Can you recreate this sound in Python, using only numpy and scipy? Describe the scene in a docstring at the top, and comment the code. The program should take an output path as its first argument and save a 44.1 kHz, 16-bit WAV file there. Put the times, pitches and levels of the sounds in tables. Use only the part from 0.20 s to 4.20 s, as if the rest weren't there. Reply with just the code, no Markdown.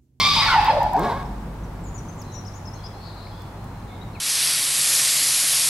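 """A walled outdoor enclosure: a chimpanzee screams in overlapping harsh voices that sink and break up
into hoots, a rising grunt and a last moan, all echoing off the brick. Cries are jittering overtones
and gated noise through a throat; hoots are arched tones. Afterwards a small bird sings a falling
phrase of gliding whistles and a buzz, with far birds; dry noise ticks fall among the cries and later.
Filtered noise makes the air and low rumble, wavering sines the hum of distant machinery."""
import sys
import numpy as np
from scipy import signal
from scipy.fft import rfft, irfft, next_fast_len
from scipy.io import wavfile
from scipy.ndimage import uniform_filter1d, minimum_filter1d, map_coordinates

SR = 44100
rng = np.random.default_rng(int(sys.argv[2]) if len(sys.argv) > 2 else 0)


def output_pcm(signal):
    """Save a mono or channel-first signal as 16-bit PCM at the path in sys.argv[1].

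    Samples are clipped to [-1, 1] before scaling.
    """
    pcm = np.clip(np.atleast_2d(signal).T, -1, 1) * 32767
    wavfile.write(sys.argv[1], SR, np.round(pcm).astype(np.int16))


N = 176400


def amp(db):
    """Decibels to gain."""
    return 10 ** (np.asarray(db) / 20)


def unit(x):
    """Scale to rms 1."""
    return x / np.sqrt(np.mean(x ** 2) + 1e-20)


def along(points, hz):
    """Interpolate (Hz, value) points on a log frequency axis."""
    f, v = np.transpose(points)
    return np.interp(np.log(hz + 1), np.log(f + 1), v)


def curves(rows):
    """One value per sample for each column after the time."""
    s, *cols = np.transpose(rows)
    return [np.interp(np.arange(N) / SR, s, c) for c in cols]


def wobble(rate, size=N):
    """Smooth random curve, rate knots a second."""
    knots = rng.standard_normal(8000)
    return map_coordinates(knots, [np.arange(size) * rate / SR + 2], mode="wrap")


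def seconds(length_s):
    """Sample times of a note."""
    return np.arange(int(length_s * SR)) / SR


def cycles(hz):
    """Running phase of a pitch curve, in radians."""
    return 2 * np.pi * np.cumsum(hz) / SR


def filtered(x, response):
    """Multiply the spectrum of x by a response of frequency."""
    m = next_fast_len(N + SR // 2)
    return irfft(rfft(x, m) * response(np.fft.rfftfreq(m, 1 / SR)), m)[..., :N]


def gate(t, length, attack, release):
    """Smooth attack, hold and release."""
    ramp = np.minimum(t / attack, (length - t) / release)
    return np.sin(np.pi / 2 * np.clip(ramp, 0, 1)) ** 2


def add(track, s, sound):
    """Mix a sound in at time s."""
    part = track[max(round(s * SR), 0):][:len(sound)]
    part += sound[:len(part)]


def pan(db):
    """Raise left and lower right by db; negative leans right."""
    return amp([[db], [-db]])


# stereo width: hz, side_over_mid_db
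STEREO_WIDTH = [(50, -29), (110, -30), (200, -19), (380, -10), (700, -9.5), (1300, -6), (2400, -1),
                (4400, -0.5), (9000, -3)]


def diffuse(spectrum):
    """Stereo noise of rms 1, near mono in the bass and wide in the treble."""
    def mid_side(hz):
        turn = np.arctan(amp(along(STEREO_WIDTH, hz)))
        return amp(along(spectrum, hz)) * [np.cos(turn), np.sin(turn)]
    mid, side = filtered(rng.standard_normal((2, N)), mid_side)
    return unit(np.array([mid + side, mid - side]))


JITTER_PER_S, WAVER, WAVER_PER_S, FLUTTER_HZ = 700, 0.009, 90, 232.6
TEAR_DB, TEAR_PER_S = 3.5, 130
DULL_FROM_HZ = 1290


def cry(rows, throat, jitter, flutter_rad, dull_db_per_octave, rasp_db, count):
    """Jittering, fluttering vocal folds and a rasp gated once a cycle, through the throat."""
    pitch, db, rough = curves(rows)
    rough = np.clip(rough, 0, 1)
    drift = jitter * np.sqrt(rough) * wobble(JITTER_PER_S) + WAVER * wobble(WAVER_PER_S)
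    phase = cycles(pitch * (1 + drift))
    shake = flutter_rad * rough * np.sin(cycles(FLUTTER_HZ * (1 + 0.252 * wobble(60))))
    t = np.arange(N) / SR
    sounding = (t >= rows[0][0]) & (t < rows[-1][0])
    tone, folds, hz_now = np.zeros(N), (phase + shake)[sounding], pitch[sounding]
    for k in range(1, count + 1):
        # each overtone flares and drops on its own, fully from 3 kHz up
        tear = TEAR_DB * np.minimum(k * hz_now / 3000, 1) * wobble(TEAR_PER_S, len(folds))
        tone[sounding] += amp(along(throat, k * hz_now) + tear) * np.sin(k * folds)
    breath = rng.standard_normal(N) * (1 + np.cos(phase))
    rasp = filtered(breath, lambda hz: amp(along(throat, hz)))
    voice = np.sqrt(1 - rough) * tone / tone[sounding].std()
    voice = voice + amp(rasp_db) * np.sqrt(rough) * unit(rasp)
    # treble lost per octave the pitch sinks; gained if negative
    treble = filtered(voice, lambda hz: 1 - 1 / (1 + (hz / 2800) ** 4))
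    octaves_down = np.maximum(np.log2(DULL_FROM_HZ / pitch), 0)
    voice = voice + treble * (amp(-dull_db_per_octave * octaves_down) - 1)
    return voice * amp(db) * sounding


# main scream: time_s, pitch_hz, level_db, roughness_0_1
SCREAM_PATH = [(0, 1143, -18.5, 0.08), (.035, 1162, -19, 0.22), (.07, 1163, -17, 0.14),
               (.125, 1155, -26, 0.18), (.2, 1161, -19.5, 0.5), (.25, 1099, -19.5, 0.43),
               (.295, 1128, -20.5, 0.22), (.335, 1013, -13.5, 0.36), (.39, 852, -22.5, 0.1),
               (.43, 915, -25.5, 0.8), (.49, 925, -19.5, 0.84), (.53, 750, -63, 1)]
# throat with bared teeth: hz, gain_db
SCREAM_FORMANTS = [(400, -33), (750, -3), (1130, -1.5), (1600, -10.5), (2250, -3), (2800, -5.5),
                   (3450, -4.5), (4000, -2.5), (4600, -4), (5600, -8.5), (6700, -15.5), (9000, -20.5),
                   (15000, -28.5)]


def scream():
    """Harsh main voice that dulls as its pitch sinks."""
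    return cry(SCREAM_PATH, SCREAM_FORMANTS, jitter=0.0098, flutter_rad=0.96,
               dull_db_per_octave=61, rasp_db=0, count=13)


# second scream: time_s, pitch_hz, level_db, roughness_0_1
SHRILL_PATH = [(0, 1167, -25.5, 0.46), (.075, 1203, -21, 0.07), (.12, 1226, -25.5, 0.44),
               (.165, 1231, -23, 0.31), (.21, 1228, -22, 0.22), (.24, 1223, -47, 0.06),
               (.29, 1177, -43, 0.3), (.33, 1120, -61, 0.6)]
# its throat: hz, gain_db
SHRILL_FORMANTS = [(500, -23), (1200, -22), (1700, -50), (2500, -11.5), (3000, -12), (3650, -2), (4200, -9),
                   (4900, -4), (5600, -15.5), (6600, -25.5), (15000, -41.5)]


def shrill():
    """Shriller voice whose close pitch beats against the first."""
    return cry(SHRILL_PATH, SHRILL_FORMANTS, jitter=0.016, flutter_rad=0.55,
               dull_db_per_octave=-11, rasp_db=4, count=12)


# third scream: time_s, pitch_hz, level_db, roughness_0_1
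SLIDE_PATH = [(0, 1059, -21.5, 0.01), (.04, 1074, -23, 0), (.07, 1150, -36, 0), (.115, 1127, -24, 0.09),
              (.15, 1085, -35, 0.27), (.185, 1095, -32, 0.01), (.215, 1021, -26, 0.17),
              (.265, 914, -24.5, 0.1), (.3, 806, -25.5, 0)]
# throat of slide and squeal: hz, gain_db
SLIDE_FORMANTS = [(600, -29), (1050, -2.5), (1750, -3), (2200, -2.5), (2900, -13.5), (3400, -2.5),
                  (4450, -4), (5400, -10.5), (7000, -40), (14000, -39)]


def slide():
    """Smoother voice that rises briefly, then slides down below the other two."""
    return cry(SLIDE_PATH, SLIDE_FORMANTS, jitter=0.016, flutter_rad=0.7,
               dull_db_per_octave=0, rasp_db=1, count=8)


# squeal: time_s, pitch_hz, level_db, roughness_0_1
SQUEAL_PATH = [(.488, 885, -60, 0.24), (.505, 867, -32, 0), (.516, 828, -37, 0.2), (.535, 810, -63, .3)]


def squeal():
    """Short falling squeal that ends the screaming."""
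    return cry(SQUEAL_PATH, SLIDE_FORMANTS, jitter=0.011, flutter_rad=0.3,
               dull_db_per_octave=-2, rasp_db=-3, count=8)


# hoots and yelps: start_s, length_s, pitch_hz, level_db, roughness_0_1
HOOT_NOTES = [(0.158, 0.065, 894, -22, 0.14), (.25, 0.12, 885, -26, 0.46),
              (0.274, 0.088, 1402, -20.5, 0.97), (0.334, 0.041, 883.5, -13, 0.24),
              (.371, 0.032, 841.4, -11.5, 0), (0.407, 0.072, 879.4, -25.5, 0.4),
              (0.466, 0.05, 883, -12.5, 0.35), (0.486, 0.069, 618.5, -24, 0.79),
              (.508, 0.083, 816.5, -27, 0.66), (0.536, 0.062, 593.5, -21, 0.37),
              (0.586, 0.0907, 874.3, -20.5, 0.56), (0.621, 0.068, 732, -24.5, 1.01),
              (0.717, 0.0804, 861, -22, 1), (0.735, 0.044, 761.3, -19.5, 0.5),
              (.749, 0.025, 833, -21, 0.32), (0.833, 0.11, 898, -28.5, 0.9), (0.836, 0.06, 686, -26, 1),
              (0.904, 0.026, 940, -29, .3), (0.978, 0.062, 910, -49, .05)]
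OVERTONE_DB, ROLLOFF_DB_PER_OVERTONE = -28.5, 11.5
HOOT_ARCH, HOOT_FALL, HOOT_WAVER = 0.06, 0.017, 0.012  # fractions of pitch
HOOT_RASP_PER_S, HOOT_ATTACK_S, HOOT_RELEASE_S = 228, 0.011, 0.007
ROUGH_SWELL_S = 0.014  # rough hoots swell and fade more slowly


def hoots():
    """Nearly pure arched notes; the rough ones shudder in level and phase."""
    out = np.zeros(N)
    for s, length, hz, db, rough in HOOT_NOTES:
        t = seconds(length)
        u, r = 2 * t / length - 1, np.clip(rough, 0, 1)
        bend = 1 - HOOT_ARCH * u ** 4 - HOOT_FALL * u + HOOT_WAVER * wobble(121.0, len(t))
        phase = cycles(hz * bend)
        rasp = wobble(HOOT_RASP_PER_S, len(t)) + 1j * wobble(HOOT_RASP_PER_S, len(t))
        shudder = np.sqrt(2 * (1 - r)) + np.sqrt(r) * rasp
        tone = np.exp(1j * phase)
        for k in range(2, 6):
            tone += amp(OVERTONE_DB - ROLLOFF_DB_PER_OVERTONE * (k - 2.5)) * np.exp(1j * k * phase)
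        swell = r * ROUGH_SWELL_S
        shape = gate(t, length, HOOT_ATTACK_S + swell, HOOT_RELEASE_S + swell)
        add(out, s, amp(db) * unit((tone * shudder).real) * shape)
    return out


# grunt, as the ape lands: time_s, pitch_hz, level_db, roughness_0_1
GRUNT_PATH = [(.765, 135.1, -27.5, 0.13), (.8, 160.7, -27, 0.02), (.825, 190.2, -27.5, 0.14),
              (.85, 223.5, -26.5, 0.28), (.88, 237, -32.5, 0.12), (.915, 218, -35, .5),
              (.945, 205, -64, 0.3)]
# its throat: hz, gain_db
GRUNT_FORMANTS = [(150, 1), (380, 3), (560, -3), (1080, -6.5), (1400, -15), (3000, -20), (4000, -14.5),
                  (12000, -35)]


def grunt():
    """Low voice that rises in pitch, then dips as it fades."""
    return cry(GRUNT_PATH, GRUNT_FORMANTS, jitter=0.027, flutter_rad=0.16,
               dull_db_per_octave=0, rasp_db=0, count=8)


# closing moan: time_s, pitch_hz, level_db, roughness_0_1
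MOAN_PATH = [(.785, 540, -28, 0), (.82, 522, -34, 0.1), (.845, 561.3, -26.5, 0.05), (.885, 560, -30, 0.04),
             (.912, 501.2, -29, 0.11), (.938, 522, -33, 0.06), (.97, 566, -30, .02),
             (1, 548.6, -35.5, 0.07), (1.03, 530, -40, .05)]
# its throat: hz, gain_db
MOAN_FORMANTS = [(500, -8), (1080, 1), (1650, -8.5), (2800, -20.5), (3700, -11.5), (7000, -35.5)]


def moan():
    """Wavering voice of four partials with a little rasp."""
    return cry(MOAN_PATH, MOAN_FORMANTS, jitter=0.06, flutter_rad=0.8,
               dull_db_per_octave=0, rasp_db=7, count=4)


# reverberation of the enclosure: hz, t60_s
YARD_DECAY = [(150, 0.33), (900, 1.14), (2500, 0.96), (5000, 1.03), (12000, 1.75)]
WALLS_DB = -8  # six slaps together


def yard(x, wet_db):
    """Direct sound, a few early slaps off the brick walls and a diffuse tail."""
    noise = diffuse([(20, 0), (20000, 0)])[:, :SR + SR // 2]
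    hz, t, z = signal.stft(noise, SR, nperseg=256)
    decay = amp(-60 * t / along(YARD_DECAY, hz)[:, None]) * (1 - np.exp(-t / 0.0014))
    tail = signal.istft(z * decay, SR, nperseg=256)[1]
    tail = tail / np.linalg.norm(tail[0])
    delays_s, skews = rng.uniform(.004, .045, size=6), rng.integers(-4, 5, size=6)
    for delay_s, skew in zip(delays_s, skews):
        left = int(delay_s * SR)
        tail[[0, 1], [left, left + skew]] += amp(WALLS_DB) / np.sqrt(6)
    return x + amp(wet_db) * signal.fftconvolve(x[None], tail, axes=1)[:, :N]


APE_LEAD_S, LEAD_TOP_HZ = 0.000033, 6330


def lead_right(calls):
    """Advance the right channel slightly; the phase offset stops growing above LEAD_TOP_HZ."""
    def turn(hz):
        half_rad = np.pi * np.minimum(hz, LEAD_TOP_HZ) * APE_LEAD_S
        return np.exp(1j * half_rad * np.array([[-1], [1]]))
    return filtered(calls, turn)


# bird notes: start_s, length_s, first_hz, middle_hz, last_hz, level_db
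BIRD_NOTES = [(1.052, 0.015, 4800, 5300, 5700, -55), (1.432, 0.022, 6540, 5970, 5520, -58.5),
              (1.635, 0.065, 7900, 6920, 6800, -53.5), (1.739, .018, 6630, 7100, 7050, -48),
              (1.749, 0.025, 7200, 6670, 7550, -47.5), (1.774, 0.028, 8300, 8500, 8600, -61),
              (1.775, 0.024, 6040, 6000, 5830, -45.5), (1.882, 0.03, 6400, 6260, 6200, -49.5),
              (1.976, .024, 7050, 7600, 6800, -58), (1.989, 0.043, 6900, 6280, 4350, -50),
              (2.114, 0.053, 5200, 6770, 6840, -52.5), (2.136, .065, 6010, 5820, 5700, -45),
              (2.249, 0.028, 4850, 5630, 7500, -50.5), (2.272, 0.02, 5570, 5260, 5000, -46),
              (2.332, 0.053, 5400, 6660, 6600, -52.5), (2.451, 0.019, 4720, 5630, 7100, -49.5),
              (2.468, 0.028, 5220, 5300, 5030, -45), (2.531, 0.019, 5100, 5800, 6600, -49),
              (2.548, 0.029, 6450, 6430, 6400, -56.5), (2.636, 0.042, 4890, 5055, 4990, -44),
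              (2.658, 0.024, 5840, 5430, 5150, -50), (2.733, 0.2, 4090, 4370, 4410, -58.5),
              (3.356, 0.41, 4160, 4110, 4080, -67.5), (3.811, 0.028, 3820, 3780, 4200, -51.5),
              (3.947, 0.038, 2850, 2330, 2130, -49)]
# buzz late in the song: time_s, pitch_hz, level_db
BUZZ_PATH = [(2.8, 4370, -60), (2.87, 4350, -48.5), (2.93, 4150, -54.5), (3.03, 4120, -52.5),
             (3.15, 4200, -60.5), (3.3, 4210, -68)]
BUZZ_SPREAD, BUZZ_PER_S = 0.068, 1100
BIRD_WAVER, BIRD_RAMP_S = 0.014, 0.0057


def birds():
    """Gliding whistles, and a buzz from fast random pitch modulation."""
    pitch, db = curves(BUZZ_PATH)
    buzz_phase = cycles(pitch * (1 + BUZZ_SPREAD * wobble(BUZZ_PER_S)))
    start, end = BUZZ_PATH[0][0], BUZZ_PATH[-1][0]
    out = amp(db) * np.sqrt(2) * np.sin(buzz_phase)
    out = out * gate(np.arange(N) / SR - start, end - start, BIRD_RAMP_S, BIRD_RAMP_S)
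    for s, length, first, middle, last, db in BIRD_NOTES:
        t = seconds(length)
        glide = np.polyval(np.polyfit([0, .5, 1], [first, middle, last], 2), t / length)
        note = np.sin(cycles(glide * (1 + BIRD_WAVER * wobble(254.5, len(t)))))
        level = amp(db + 0.67 * wobble(90, len(t)))
        add(out, s, level * unit(note) * gate(t, length, BIRD_RAMP_S, BIRD_RAMP_S))
    return out


# light dry ticks: time_s, level_db
TICK_TIMES = [(.447, -35), (0.464, -37), (.631, -32.5), (0.734, -32), (0.795, -30.5), (2.018, -38.5),
              (3.22, -43), (3.443, -45)]
# their spectrum: hz, gain_db
TICK_SPECTRUM = [(1000, -26), (4000, -9), (7500, -4.5), (11000, -11), (15000, -4)]
TICK_T60_S, TICK_PAN_DB = 0.01, -5
TAP_S, TAP_HZ, TAP_DB, TAP_T60_S = 3.07, 2200, -35, 0.01


def ticks():
    """Brief bright noise ticks and one small woody tap, a decaying sine."""
    t, level, tap = np.arange(SR // 10) / SR, np.zeros(N), np.zeros(N)
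    for s, db in TICK_TIMES:
        add(level, s, amp(db - 60 * t / TICK_T60_S))
    add(tap, TAP_S, amp(TAP_DB - 60 * t / TAP_T60_S) * np.sin(2 * np.pi * TAP_HZ * t))
    return level * diffuse(TICK_SPECTRUM) * pan(TICK_PAN_DB) + tap


# distant birds: start_s, length_s, first_hz, last_hz, level_db
FAR_NOTES = [(2.039, 0.13, 4070, 3980, -61), (2.547, .035, 4250, 4170, -56), (2.582, .09, 3200, 3540, -60),
             (3.016, 0.21, 5060, 4990, -66), (3.113, .11, 3300, 3530, -60),
             (3.676, 0.093, 3750, 3500, -59.5), (3.69, 0.137, 2200, 2120, -61),
             (3.926, 0.059, 4150, 4180, -60)]
FAR_SPREAD, FAR_PER_S = 0.032, 330


def far_birds():
    """Soft, slowly gliding notes with randomly shaken pitch."""
    out = np.zeros(N)
    for s, length, first, last, db in FAR_NOTES:
        t = seconds(length)
        glide = np.linspace(first, last, len(t))
        note = np.sin(cycles(glide * (1 + FAR_SPREAD * wobble(FAR_PER_S, len(t)))))
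        add(out, s, amp(db) * unit(note) * gate(t, length, BIRD_RAMP_S, BIRD_RAMP_S))
    return out


# outdoor air spectrum: hz, gain_db
AIR_SPECTRUM = [(180, -37), (300, -6), (581, -6), (863, -1.5), (1620, -13.5), (2980, -22.5), (4280, -25.5),
                (15000, -35)]


def air():
    """Steady broadband noise, strongest below 1 kHz."""
    return amp(-43 + 0.082 * wobble(2.55)) * diffuse(AIR_SPECTRUM)


# rumble spectrum: hz, gain_db
RUMBLE_SPECTRUM = [(13, -55), (22, -5), (70, -4), (101, -5.5), (129, -1.5), (184, -5), (450, -20.5),
                   (580, -21), (990, -120)]
# rumble level: time_s, level_db
RUMBLE_PATH = [(0, -31.5), (1, -33), (1.7, -35.5), (2.3, -38.5), (3.2, -40.5), (4, -37.5)]


def rumble():
    """Distant machinery as low noise with an uneven level."""
    (db,) = curves(RUMBLE_PATH)
    return amp(db + 0.9 * wobble(6.9)) * diffuse(RUMBLE_SPECTRUM)


# hum level: time_s, level_db
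HUM_PATH = [(0, -39), (1.2, -36), (1.85, -39), (2.2, -48.5), (4, -45.5)]
HUM_HZ, HUM_OCTAVE_DB = 49.1, -42


def hum():
    """Wavering machine hum: a low sine and its octave."""
    (db,) = curves(HUM_PATH)
    phase = cycles(HUM_HZ * (1 + 0.016 * wobble(4.78)))
    low = amp(db + wobble(7.0)) * unit(np.sin(phase))
    octave = unit(np.sin(2 * phase + 0.64 * wobble(13)))
    return low + amp(HUM_OCTAVE_DB + 2.3 * wobble(4.3)) * octave


SCREAM_WET_DB, HOOT_WET_DB, GRUNT_WET_DB, MOAN_WET_DB = -2.5, -5.5, -1, -9.5
BIRD_WET_DB, FAR_WET_DB = -6, 4.5
SCREAM_PAN_DB, SHRILL_PAN_DB, BIRD_PAN_DB = -0.35, 0.7, 4.5


def scene():
    """Ape calls and birds in the enclosure, over the background."""
    calls = yard(scream() + slide() + squeal(), SCREAM_WET_DB) * pan(SCREAM_PAN_DB)
    calls = calls + yard(shrill(), SCREAM_WET_DB) * pan(SHRILL_PAN_DB)
    calls = calls + yard(hoots(), HOOT_WET_DB)
    calls = calls + yard(grunt(), GRUNT_WET_DB) + yard(moan(), MOAN_WET_DB)
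    song = yard(birds(), BIRD_WET_DB) * pan(BIRD_PAN_DB) + yard(far_birds(), FAR_WET_DB)
    return lead_right(calls) + song + ticks() + air() + rumble() + hum()


CEILING_DB, LIMITER_HOLD_S, TOP_HZ = -5.5, 0.018, 15800


def record(dry):
    """A limiter holds down the loudest peaks; a steep low-pass cuts at TOP_HZ."""
    hold = max(int(LIMITER_HOLD_S * SR), 2)
    needed = np.minimum(1, amp(CEILING_DB) / (np.abs(dry).max(axis=0) + 1e-9))
    gain = uniform_filter1d(minimum_filter1d(needed, hold), hold)
    return filtered(dry * gain, lambda hz: hz < TOP_HZ)


dry = scene()
out = record(dry)
output_pcm(out)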